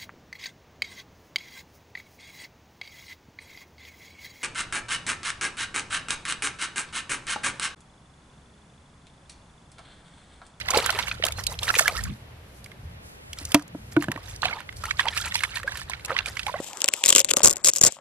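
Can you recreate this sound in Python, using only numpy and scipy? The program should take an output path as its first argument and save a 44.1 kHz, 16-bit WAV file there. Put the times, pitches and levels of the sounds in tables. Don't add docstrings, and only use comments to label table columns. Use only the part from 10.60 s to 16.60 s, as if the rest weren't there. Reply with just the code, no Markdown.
import sys
import numpy as np
from scipy import signal
from scipy.fft import rfft, irfft
from scipy.io import wavfile

SR = 44100
rng = np.random.default_rng(int(sys.argv[2]) if len(sys.argv) > 2 else 0)


def put_to_file(sound):
    columns = np.atleast_2d(sound).T
    safe = np.clip(columns, -1, 1)
    whole_steps = np.round(safe * 32767)
    wavfile.write(sys.argv[1], SR, whole_steps.astype(np.int16))


def attenuation_scalar(level_db):
    decades = np.asarray(level_db, float) / 20
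    return 10 ** decades


N = 264600
FREQS = np.maximum(np.fft.rfftfreq(N, 1 / SR), 1)


def rms_one(x):
    return x / np.sqrt(np.mean(x ** 2) + 1e-20)


def in_time(rows):
    s, *columns = np.transpose(rows)
    return np.array([np.interp(np.arange(N) / SR, s, c) for c in columns])


def at_hz(points):
    hz, value = np.transpose(points)
    return np.interp(np.log(FREQS), np.log(hz), value)


def band(x, low_hz, high_hz, count=1):
    edges = [low_hz, min(high_hz, .45 * SR)]
    sections = signal.butter(2, edges, "band", fs=SR, output="sos")
    return signal.sosfilt(np.tile(sections, (count, 1)), x)


def lowpass(x, order, top_hz):
    return signal.sosfilt(signal.butter(order, top_hz, fs=SR, output="sos"), x)


def drift(rate):
    r = np.exp(-80 * np.pi * rate / SR)
    slow = signal.lfilter([1], [1, -2 * r, r * r], rng.standard_normal(N // 40 + 2002))[2000:]
    return np.interp(np.arange(N) / 40, np.arange(len(slow)), rms_one(slow))


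def ring(x, hz, t60):
    r = attenuation_scalar(-60 / (t60 * SR))
    w = 2 * np.pi * min(hz, .45 * SR) / SR
    return signal.lfilter([0, np.sin(w)], [1, -2 * r * np.cos(w), r * r], x + 1e-18)


def add(out, s, sound):
    i = round(s * SR)
    out[i:i + len(sound)] += sound[:N - i]


def coloured(spectrum):
    return rms_one(irfft(rfft(rng.standard_normal(N)) * attenuation_scalar(at_hz(spectrum)), N))


# (pitch [Hz], relative level per Hz [dB])
FIELD_SHARED = [(88, -10.5), (150, -14.5), (244, -12.5), (504, -10.5), (1240, -19), (1940, -18.5),
                (8230, -34.5), (11300, -31), (12700, -31), (16000, -110)]
FIELD_OPPOSITE = [(18, -99), (30, -77), (75, -64), (194, -4), (666, -2.5), (2610, -6), (6210, -16.5),
                  (11400, -14.5), (14000, -20), (16000, -80)]


def field():
    mid = attenuation_scalar(-54 + 0.47 * drift(1.8)) * coloured(FIELD_SHARED)
    side = attenuation_scalar(-50.5 + 2.4 * drift(1.5)) * coloured(FIELD_OPPOSITE)
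    hiss = np.array([mid, side])
    treble_gain = attenuation_scalar(2.5 * drift(5) - 1.2)
    return hiss + (treble_gain - 1) * band(hiss, 4000, 15000)


def drone():
    noise = band(rng.standard_normal(N), 115, 141)
    return attenuation_scalar(-60 + 1.5 * drift(1.5)) * rms_one(noise)


# (time [s], level [dB], buffeting relative to level [dB])
WIND_GUSTS = [(0.0, -43, -10), (1.12, -39, -13), (1.22, -54, -7), (1.37, -35.5, -13), (1.52, -40.5, 5.5),
              (1.57, -57, 6), (1.74, -42, -18), (1.9, -55, -1), (2.19, -51.5, -3.5), (2.26, -39, -11.5),
              (2.57, -58, -0.5), (2.87, -41, -18), (3.0, -57, 6), (3.51, -45, 3), (3.61, -47, -12),
              (3.88, -41.5, -12), (3.94, -55.5, -0.5), (4.21, -40.5, -15), (4.3, -47, -8),
              (5.4, -44.5, -12), (6.0, -48.5, -7)]
# (pitch [Hz], relative level per Hz [dB])
WIND_SPECTRUM = [(12, -94), (20, -51), (29, 4), (55, 23.5), (75, 23.5), (110, 21), (140, 7), (240, -120)]


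def wind():
    level_db, buffet_db = in_time(WIND_GUSTS)
    rumble = attenuation_scalar(level_db + 1.6 * drift(13)) * coloured(WIND_SPECTRUM)
    buffet = rms_one(band(band(rng.standard_normal(N), 92, 225), 83, 215))
    return rumble + attenuation_scalar(level_db + buffet_db + 1.2 * drift(9.9)) * buffet


# (time [s], level [dB])
WIND_DIFFERENCE = [(0, -16), (1.2, -12), (1.5, 2), (1.6, -48), (3.6, -42), (3.8, -12), (6, -15)]


def wind_apart():
    gain_db, = in_time(WIND_DIFFERENCE)
    return attenuation_scalar(gain_db) * band(wind(), 83, 400)


# (time [s], level before the soft onset [dB], pitch [Hz], 60 dB fall [s])
GUST_THUDS = [(1.489, -27, 130, 0.071), (1.496, -25, 200, 0.055), (1.514, -31, 260, 0.039)]


def thuds():
    out, t = np.zeros(N), np.arange(6000) / SR
    for s, db, hz, t60 in GUST_THUDS:
        onset = 1 - np.exp(-t / 0.0023)
        add(out, s, attenuation_scalar(db - 60 * t / t60) * onset * np.sin(2 * np.pi * hz * t))
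    return out


# (start [s], end [s], first pitch [Hz], last pitch [Hz], level [dB])
THIN_WHISTLES = [(0.749, 0.817, 4130, 4280, -45.5), (0.866, 0.903, 3950, 3880, -42.5),
                 (0.898, 0.938, 1960, 2090, -47)]


def whistles():
    out = np.zeros(N)
    for start, end, first_hz, last_hz, db in THIN_WHISTLES:
        size = round((end - start) * SR)
        turns = np.cumsum(np.linspace(first_hz, last_hz, size)) / SR
        add(out, start, attenuation_scalar(db) * signal.windows.tukey(size, .5) * np.sin(2 * np.pi * turns))
    return out


# (time [s], peak level [dB], hardness [Hz], signed drive of the twin mode [ratio],
# share of the free ring time [ratio])
FISH_THUMPS = [(2.814, -35, 400, 0.52, 0.53), (2.946, -5.5, 636, 0.11, 0.85),
               (3.149, -24, 406, -0.57, 0.31), (3.3655, -8, 238, -1.23, 1.0),
               (3.484, -17.5, 900, 0.12, 0.26), (3.4886, -19, 120, -.3, 0.27),
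               (3.498, -20.5, 250, 0.53, 0.33), (3.558, -27.5, 603, -0.68, 0.26)]
# (pitch [Hz], level of drive [dB], free 60 dB fall [s])
WALL_MODES = [(140, -13.5, 0.087), (295, -0.5, 0.13), (600, -16, 0.089), (678, -5, 0.085), (960, -7, 0.09),
              (1400, 0, .03), (1990, -18, .03)]
TWIN_HZ, TWIN_T60_S = 333.5, 0.097
SCUFF_DB, SCUFF_T60_S = -18, .04


def bucket():
    out, t = np.zeros(N), np.arange(8000) / SR
    for s, db, hardness_hz, twin, free in FISH_THUMPS:
        push = t * np.exp(-2 * np.pi * hardness_hz * t)
        scuff = attenuation_scalar(SCUFF_DB - 60 * t / SCUFF_T60_S) * rng.standard_normal(len(t))
        blow = push / push.max() + scuff
        wall = sum(attenuation_scalar(level_db) * ring(blow, hz, free * t60) for hz, level_db, t60 in WALL_MODES)
        wall = wall + twin * ring(blow, TWIN_HZ, free * TWIN_T60_S)
        wall = band(wall, 157, 7300)
        add(out, s, attenuation_scalar(db) * wall / np.abs(wall).max())
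    return out


WASH_DB, WASH_LINGER_S, WASH_PATCHY_DB = -13, .012, 4.0
WASH_EDGES_HZ = [800, 1300, 2100, 3300, 5200]


def wash(fizz):
    r = np.exp(-1 / (WASH_LINGER_S * SR))
    flow = signal.lfilter([1 - r], [1, -r], fizz)
    white = rng.standard_normal((2, N))
    sheets = 0
    for k, (low_hz, high_hz) in enumerate(zip(WASH_EDGES_HZ, WASH_EDGES_HZ[1:])):
        flicker = attenuation_scalar(WASH_PATCHY_DB * drift(35) - 1.5 * k)
        sheets = sheets + rms_one(band(white[k % 2], low_hz, high_hz)) * flicker
    return attenuation_scalar(WASH_DB) * flow * rms_one(sheets)


def at_random(fizz, top_db, range_db, low_hz, high_hz, count):
    when, size, pitch, spare = rng.random((count, 4)).T
    s = when * (N - 200) / SR
    fizz_db = 20 * np.log10(fizz[(s * SR).astype(int)])
    return s + .002, fizz_db + top_db - range_db * size, low_hz * (high_hz / low_hz) ** pitch, spare


def blips(fizz):
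    s, db, hz, climb = at_random(fizz, top_db=13.5, range_db=10, low_hz=1200, high_hz=4200, count=260)
    return list(zip(s, db, hz, 70 / hz, 28 * climb))


# (time [s], level before onset and flutter [dB], early pitch [Hz],
# 60 dB fall [s], rise [octaves per s])
AIR_GULPS = [(.094, -22.5, 1064, .082, 11), (.128, -20, 800, .025, 6), (.138, -16, 1035, .023, 7),
             (.154, -17, 858, .06, 0), (.171, -6, 520, .025, 7), (.186, -10, 493, .02, 10),
             (.293, -16, 1457, .043, 7), (.304, -20, 680, .025, 6), (.345, -30, 420, .09, 6),
             (.388, -16, 990, .047, 9), (.6, -17, 500, .015, 10), (.637, -14.5, 648, .033, 6),
             (1.168, -15, 510, .027, 7), (1.209, -8, 680, .02, 7), (1.257, -14.5, 1700, .042, 7),
             (1.286, -20, 700, .04, 4), (1.324, -24, 620, .03, 6), (1.392, -16, 1865, .024, 4),
             (3.829, -20, 820, .04, 3), (3.897, -26, 1450, .04, 5), (3.929, -19, 2200, .03, 2),
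             (3.957, -28, 950, .03, 5), (3.854, -12.5, 746, .033, 5), (3.909, -40, 700, .12, 13),
             (3.929, -33, 931, .11, 8), (3.969, -30.5, 918, .088, 8.5), (4.237, -23, 1400, .021, 15.5),
             (4.267, -36, 900, .083, 12), (4.285, -33, 1300, .08, 10), (4.335, -44, 1150, .15, 18),
             (4.454, -20.5, 1340, .042, 8), (4.467, -16.5, 941, .06, 13), (4.528, -28, 1850, .04, 4),
             (4.567, -24, 1500, .043, 20), (4.584, -22, 1800, .03, 6), (4.617, -27, 3400, .03, 2),
             (4.658, -30, 950, .05, 15), (4.753, -12, 950, .022, 7), (4.971, -22, 1000, .03, 8),
             (5.044, -29, 544, .08, 14), (5.077, -12, 1705, .035, 15), (5.078, -25, 2300, .02, 15),
             (5.504, -13, 1356, .026, 12), (5.516, -21, 527, .074, 6), (5.549, -29, 1150, .11, 22),
             (5.599, -34, 1560, .065, 4.4), (5.679, -37, 1300, .07, 9), (5.867, -18.5, 844, .06, 4),
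             (5.884, -15.5, 1083, .029, 10), (5.918, -32, 650, .03, 12), (5.942, -22, 640, .095, 24),
             (5.957, -32, 2050, .04, 5)]
GULP_WAVER, GULP_FLUTTER_DB = .016, 1.5


def gulps(rows):
    out, t = np.zeros(N), np.arange(5000) / SR
    flutter, waver = drift(110), np.tile(drift(90), 2)
    for s, db, hz, t60, rise in rows:
        climb = 2 ** (rise * (np.minimum(t, .08) - .012))
        pitch = hz * climb * (1 + GULP_WAVER * waver[int(s * SR):][:len(t)])
        level = attenuation_scalar(db - 60 * t / t60) * (1 - np.exp(-t / 0.0024))
        add(out, s - .001, level * np.sin(2 * np.pi * np.cumsum(pitch) / SR))
    return out * attenuation_scalar(GULP_FLUTTER_DB * flutter)


def patter(fizz):
    s, db, hz, edge = at_random(fizz, top_db=11, range_db=12, low_hz=1600, high_hz=4500, count=170)
    return list(zip(s, db, hz, -14 + 16 * (edge - .5)))


# (time [s], peak level of the body [dB], cavity pitch [Hz],
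# bright crack relative to that peak [dB])
CLEAR_SMACKS = [(0.0862, -20, 2110, -10.5), (0.105, -14, 7100, -26), (0.115, -21, 2410, -8),
                (0.1521, -25, 1020, -3), (0.1738, -11, 5000, -3.5), (0.2003, -20, 4260, -19),
                (0.2606, -14, 1550, 0.5), (0.2925, -11, 1520, -24), (0.3035, -17, 3510, -6),
                (0.3254, -26, 3500, -14), (0.3889, -17.5, 2120, -8), (0.4254, -20.5, 3820, -17),
                (0.4721, -24.5, 2280, -24), (0.4813, -26.5, 1530, -6), (0.513, -15, 2560, -34),
                (0.6244, -20, 2130, -35), (0.6377, -14, 3120, -15), (0.6515, -21.5, 3860, 3.5),
                (0.6653, -24, 4000, 8.5), (0.684, -20.5, 2730, -5), (0.7218, -28.5, 3680, 1),
                (0.8373, -24, 5130, -5.5), (0.867, -14.5, 4420, -0.5), (0.9897, -19, 4120, -22),
                (1.031, -20, 3740, -11), (1.0794, -15.5, 1850, -14), (1.0887, -21, 4140, -15),
                (1.1026, -13.5, 1700, -16), (1.1405, -15, 1960, -12), (1.1524, -12, 2500, -21),
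                (1.1606, -18, 2830, -20), (1.1867, -16, 2240, 2.5), (1.193, -7, 1780, -5),
                (1.279, -6, 2330, -10), (1.438, -25.5, 7200, -4), (2.0428, -39, 4850, 4),
                (2.0601, -34.5, 2270, -7), (2.1165, -36.5, 2140, -15), (2.731, -25.5, 3400, -4.5),
                (2.786, -25.5, 5150, -11), (2.8518, -26.5, 6300, -1), (2.9187, -25.5, 3500, 0.5),
                (2.9446, -5, 2600, -3), (2.9946, -32.5, 1710, -3), (3.023, -40, 4800, 0),
                (3.079, -42, 7000, 0), (3.3651, -13, 1475, -25), (3.4233, -20.5, 1900, -7),
                (3.4398, -24.5, 1760, -12), (3.4839, -22.5, 1740, -20), (3.5168, -18, 1880, -8),
                (3.5604, -25, 1900, -21), (3.575, -26.5, 1140, -20), (3.761, -40, 6090, 3.5),
                (3.8196, -24.5, 4290, -16), (3.831, -14, 1760, -26), (3.854, -18, 2530, -8),
                (4.0032, -28, 1420, -9), (4.0902, -27.5, 2130, -31), (4.1256, -35, 2090, -7),
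                (4.2378, -21.5, 1380, -11), (4.2544, -22.5, 2250, -4), (4.309, -17.5, 2250, -21),
                (4.3938, -8.5, 1870, -22), (4.4072, -16.5, 1670, -28), (4.455, -17, 1320, -15),
                (4.483, -13, 3280, -29), (4.574, -18, 2800, -2.5), (4.6125, -24.5, 5230, -3),
                (4.6475, -20, 2630, -23), (4.6576, -25, 2400, -2), (4.7215, -24, 2020, -17),
                (4.7444, -20.5, 5030, -6), (4.7547, -15, 2790, -5.5), (4.7917, -29, 3700, -18),
                (4.806, -22, 2130, -11), (4.8354, -11.5, 2230, -8), (4.848, -21, 1740, -20),
                (4.9705, -18, 1900, -12), (4.9985, -27, 1600, -19), (5.0313, -22, 1920, -13),
                (5.076, -23.5, 1660, -12), (5.1195, -30.5, 1710, -7.5), (5.1544, -27, 1770, -10),
                (5.1722, -28, 1900, 0), (5.2153, -29, 1750, -9), (5.297, -26.5, 1060, -1),
                (5.3341, -21.5, 2220, -22), (5.3963, -34.5, 2370, -12), (5.448, -32, 2670, 3.5),
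                (5.4575, -27.5, 7440, -1.5), (5.4828, -30.5, 1770, -11), (5.4956, -22, 1920, -23),
                (5.5048, -18, 1330, -30), (5.5164, -19, 1560, -24), (5.5652, -15, 2040, -30),
                (5.588, -9, 2780, -25), (5.6592, -19.5, 2460, -8), (5.769, -17.5, 2240, -14),
                (5.7933, -17, 2700, -12), (5.831, -32, 3300, -6), (5.866, -20.5, 2310, -9),
                (5.8938, -21, 1010, -26), (5.9402, -20, 1100, -27)]


def smacks(rows):
    out, t = np.zeros(N), np.arange(2000) / SR
    for s, db, hz, crack_db in rows:
        fall_s = 0.019 * attenuation_scalar(0.027 * db)
        fall = (1 - np.exp(-t / 0.0009)) * attenuation_scalar(-60 * t / fall_s)
        burst, spit = rng.standard_normal((2, len(t))) * fall
        burst[12] += 1.5
        cavity = rms_one(ring(burst, hz, 36.0 / hz))
        body = cavity + 1.01 * rms_one(band(burst, 0.5 * hz, 1.5 * hz))
        body = band(body, 0.42 * hz, 1.9 * hz)
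        body = body / np.abs(body).max()
        crack = band(spit, 3000, 13000, count=2)
        crack = crack / np.abs(crack).max()
        add(out, s - .0003, attenuation_scalar(db) * (body + attenuation_scalar(crack_db) * crack))
    return out


# (crest time [s], fizz gain [dB], slosh gain [dB],
# spray gain [dB], time to build by 20 dB [s], time to fade by 20 dB [s])
WATER_SURGES = [(.002, -35, -70, -46, .02, .035), (.075, -45, -56, -50, .03, .1),
                (.175, -25, -23, -37, .09, .06), (.25, -31, -40, -43, .08, .22),
                (.39, -36, -41, -46, .1, .08), (.485, -38, -50, -48, .06, .12),
                (.655, -34, -35, -40, .02, .08), (.789, -36, -38.5, -41, .025, .05),
                (.926, -39, -38, -43, .06, .04), (1.033, -36.5, -39, -36, .03, .05),
                (1.091, -29, -32.5, -35.5, .03, .045), (1.197, -28, -38, -27, .08, .05),
                (1.28, -35.5, -35.5, -41, .06, .11), (1.374, -33.5, -50, -42, .06, .13),
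                (2.801, -47, -54, -52, .09, .16), (2.92, -48, -55, -51, .06, .03),
                (2.947, -23, -17, -40, .004, .022), (2.975, -54, -43, -57, .02, .07),
                (3.325, -48, -61, -46, .02, .025), (3.433, -36, -40, -44, .04, .025),
                (3.519, -51, -42.5, -65, .05, .11), (3.688, -48, -56, -51, .12, .13),
                (3.84, -32, -34, -50, .016, .15), (4.01, -41.5, -60, -62, .08, .025),
                (4.172, -70, -73, -47, .015, .08), (4.247, -49, -52, -60, .06, .08),
                (4.31, -38, -58, -47, .08, .035), (4.402, -28, -55.5, -39, .03, .035),
                (4.482, -38, -37, -56, .06, .045), (4.579, -33, -65, -37.5, .09, .08),
                (4.664, -30.5, -50, -39, .035, .04), (4.751, -34.5, -66, -39, .045, .09),
                (4.843, -38, -53, -47, .06, .07), (4.966, -34, -70, -43, .075, .05),
                (5.078, -40, -42, -54.6, .022, .085), (5.187, -40, -62, -45, .08, .07),
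                (5.304, -39.5, -55, -56, .028, .12), (5.51, -39, -36, -53, .065, .06),
                (5.583, -31, -55, -57, .055, .06), (5.67, -38, -44, -39, .02, .08),
                (5.782, -43, -70, -49, .06, .09), (5.881, -38, -46, -43, .04, .055),
                (5.99, -41, -48, -55, .1, .1)]
CREST_ROUNDING = 1.2


def motion():
    out = np.full((3, N + SR), 1e-7)
    for s, *crest_dbs, build_s, fade_s in WATER_SURGES:
        near = np.arange(max(round((s - .3) * SR), 0), round((s + .6) * SR))
        late = near / SR - s
        drop_db = -20 * np.maximum(late / fade_s, -late / build_s) ** CREST_ROUNDING
        out[:, near] += attenuation_scalar(np.add.outer(crest_dbs, drop_db))
    return out[:, :N]


def droplets(low_hz, high_hz, per_s, cycles, rise, tilt_db, uneven_db, clump_db, hiss):
    sizes = attenuation_scalar(uneven_db * np.minimum(rng.exponential(1, N), 4)) * rng.choice([-1, 1], N)
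    born = rng.random(N) < per_s * attenuation_scalar(clump_db * drift(30)) / SR
    dealt = rng.integers(0, 11, N)
    rings = 0
    for k, hz in enumerate(np.geomspace(low_hz, high_hz, 11)):
        turns = np.arange(int(cycles * SR / hz) + 8) * hz / SR
        level = attenuation_scalar(tilt_db * np.log2(hz / low_hz) - 60 * turns / cycles)
        bubble = level * np.sin(2 * np.pi * turns * (1 + rise * turns / cycles))
        rings = rings + signal.oaconvolve(sizes * born * (dealt == k), bubble)[:N]
    noise = rms_one(band(rng.standard_normal(N), low_hz, high_hz)) * attenuation_scalar(clump_db * drift(60))
    return rms_one(rms_one(rings) + hiss * noise)


def churn(gains):
    fizz = droplets(1277, 4064, per_s=480, cycles=42.8, rise=0.37, tilt_db=3.0,
                    uneven_db=3.5, clump_db=3.2, hiss=0.24)
    slosh = droplets(448, 1210, per_s=300, cycles=23.0, rise=0.33, tilt_db=5.8,
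                     uneven_db=2.0, clump_db=3.73, hiss=0.32)
    spray = droplets(4400, 11740, per_s=2200, cycles=41.0, rise=0.3, tilt_db=-0.8,
                     uneven_db=5.0, clump_db=4.0, hiss=0.34)
    return (gains * [attenuation_scalar(-2.5) * fizz, slosh, spray]).sum(axis=0)


# (pitch [Hz], side relative to mid [dB])
PORT_SPREAD = [(100, -36), (250, -39), (500, -9.5), (1000, -8.5), (2000, 1.9), (4000, 4.5), (8000, 5.5),
               (13000, 10)]
# (pitch [Hz], phase [radians])
PORT_LEAD = [(200, 2), (700, 0.63), (2400, 0.66), (5000, 0.6), (8000, 1.2), (13000, 1.4)]


def spread(x, extra_lead, wander):
    turn = np.exp(1j * (at_hz(PORT_LEAD) + extra_lead))
    side = -irfft(rfft(x) * attenuation_scalar(at_hz(PORT_SPREAD)) * turn, N)
    return side * (0.64 + wander * drift(42)) + wander * drift(53) * band(x, 1100, 15000)


# (time [s], share [0 to 1])
HANDS_AT_BUCKET = [(2.4, 0), (2.5, 1), (3.45, 1), (3.6, 0)]
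STIRRING_FROM_S, STIRRING_TOP_HZ = 3.75, 12300


def scene():
    gains = motion()
    fizz = gains[0]
    near = churn(gains) + wash(fizz) + whistles()
    near = near + smacks(CLEAR_SMACKS + patter(fizz)) + gulps(AIR_GULPS + blips(fizz))
    stirring = np.arange(N) >= STIRRING_FROM_S * SR
    near = np.where(stirring, lowpass(near, 3, STIRRING_TOP_HZ), near)
    away, = in_time(HANDS_AT_BUCKET)
    puddle = near * (1 - away)
    pail = near * away + bucket()
    mid = puddle + pail + wind() + thuds() + drone()
    side = spread(puddle, extra_lead=0, wander=0.38) + spread(pail, extra_lead=0.33, wander=0.18)
    side = side + wind_apart()
    mid, side = [mid, side] + field()
    return np.array([mid + side, mid - side])


def band_limit(x):
    return signal.sosfilt(signal.butter(12, 16330, fs=SR, output="sos"), x)


def record(dry):
    dull = lowpass(dry, 6, 15500)
    return band_limit(np.clip(dull, -1, 1))


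dry = scene()
out = record(dry)
put_to_file(out)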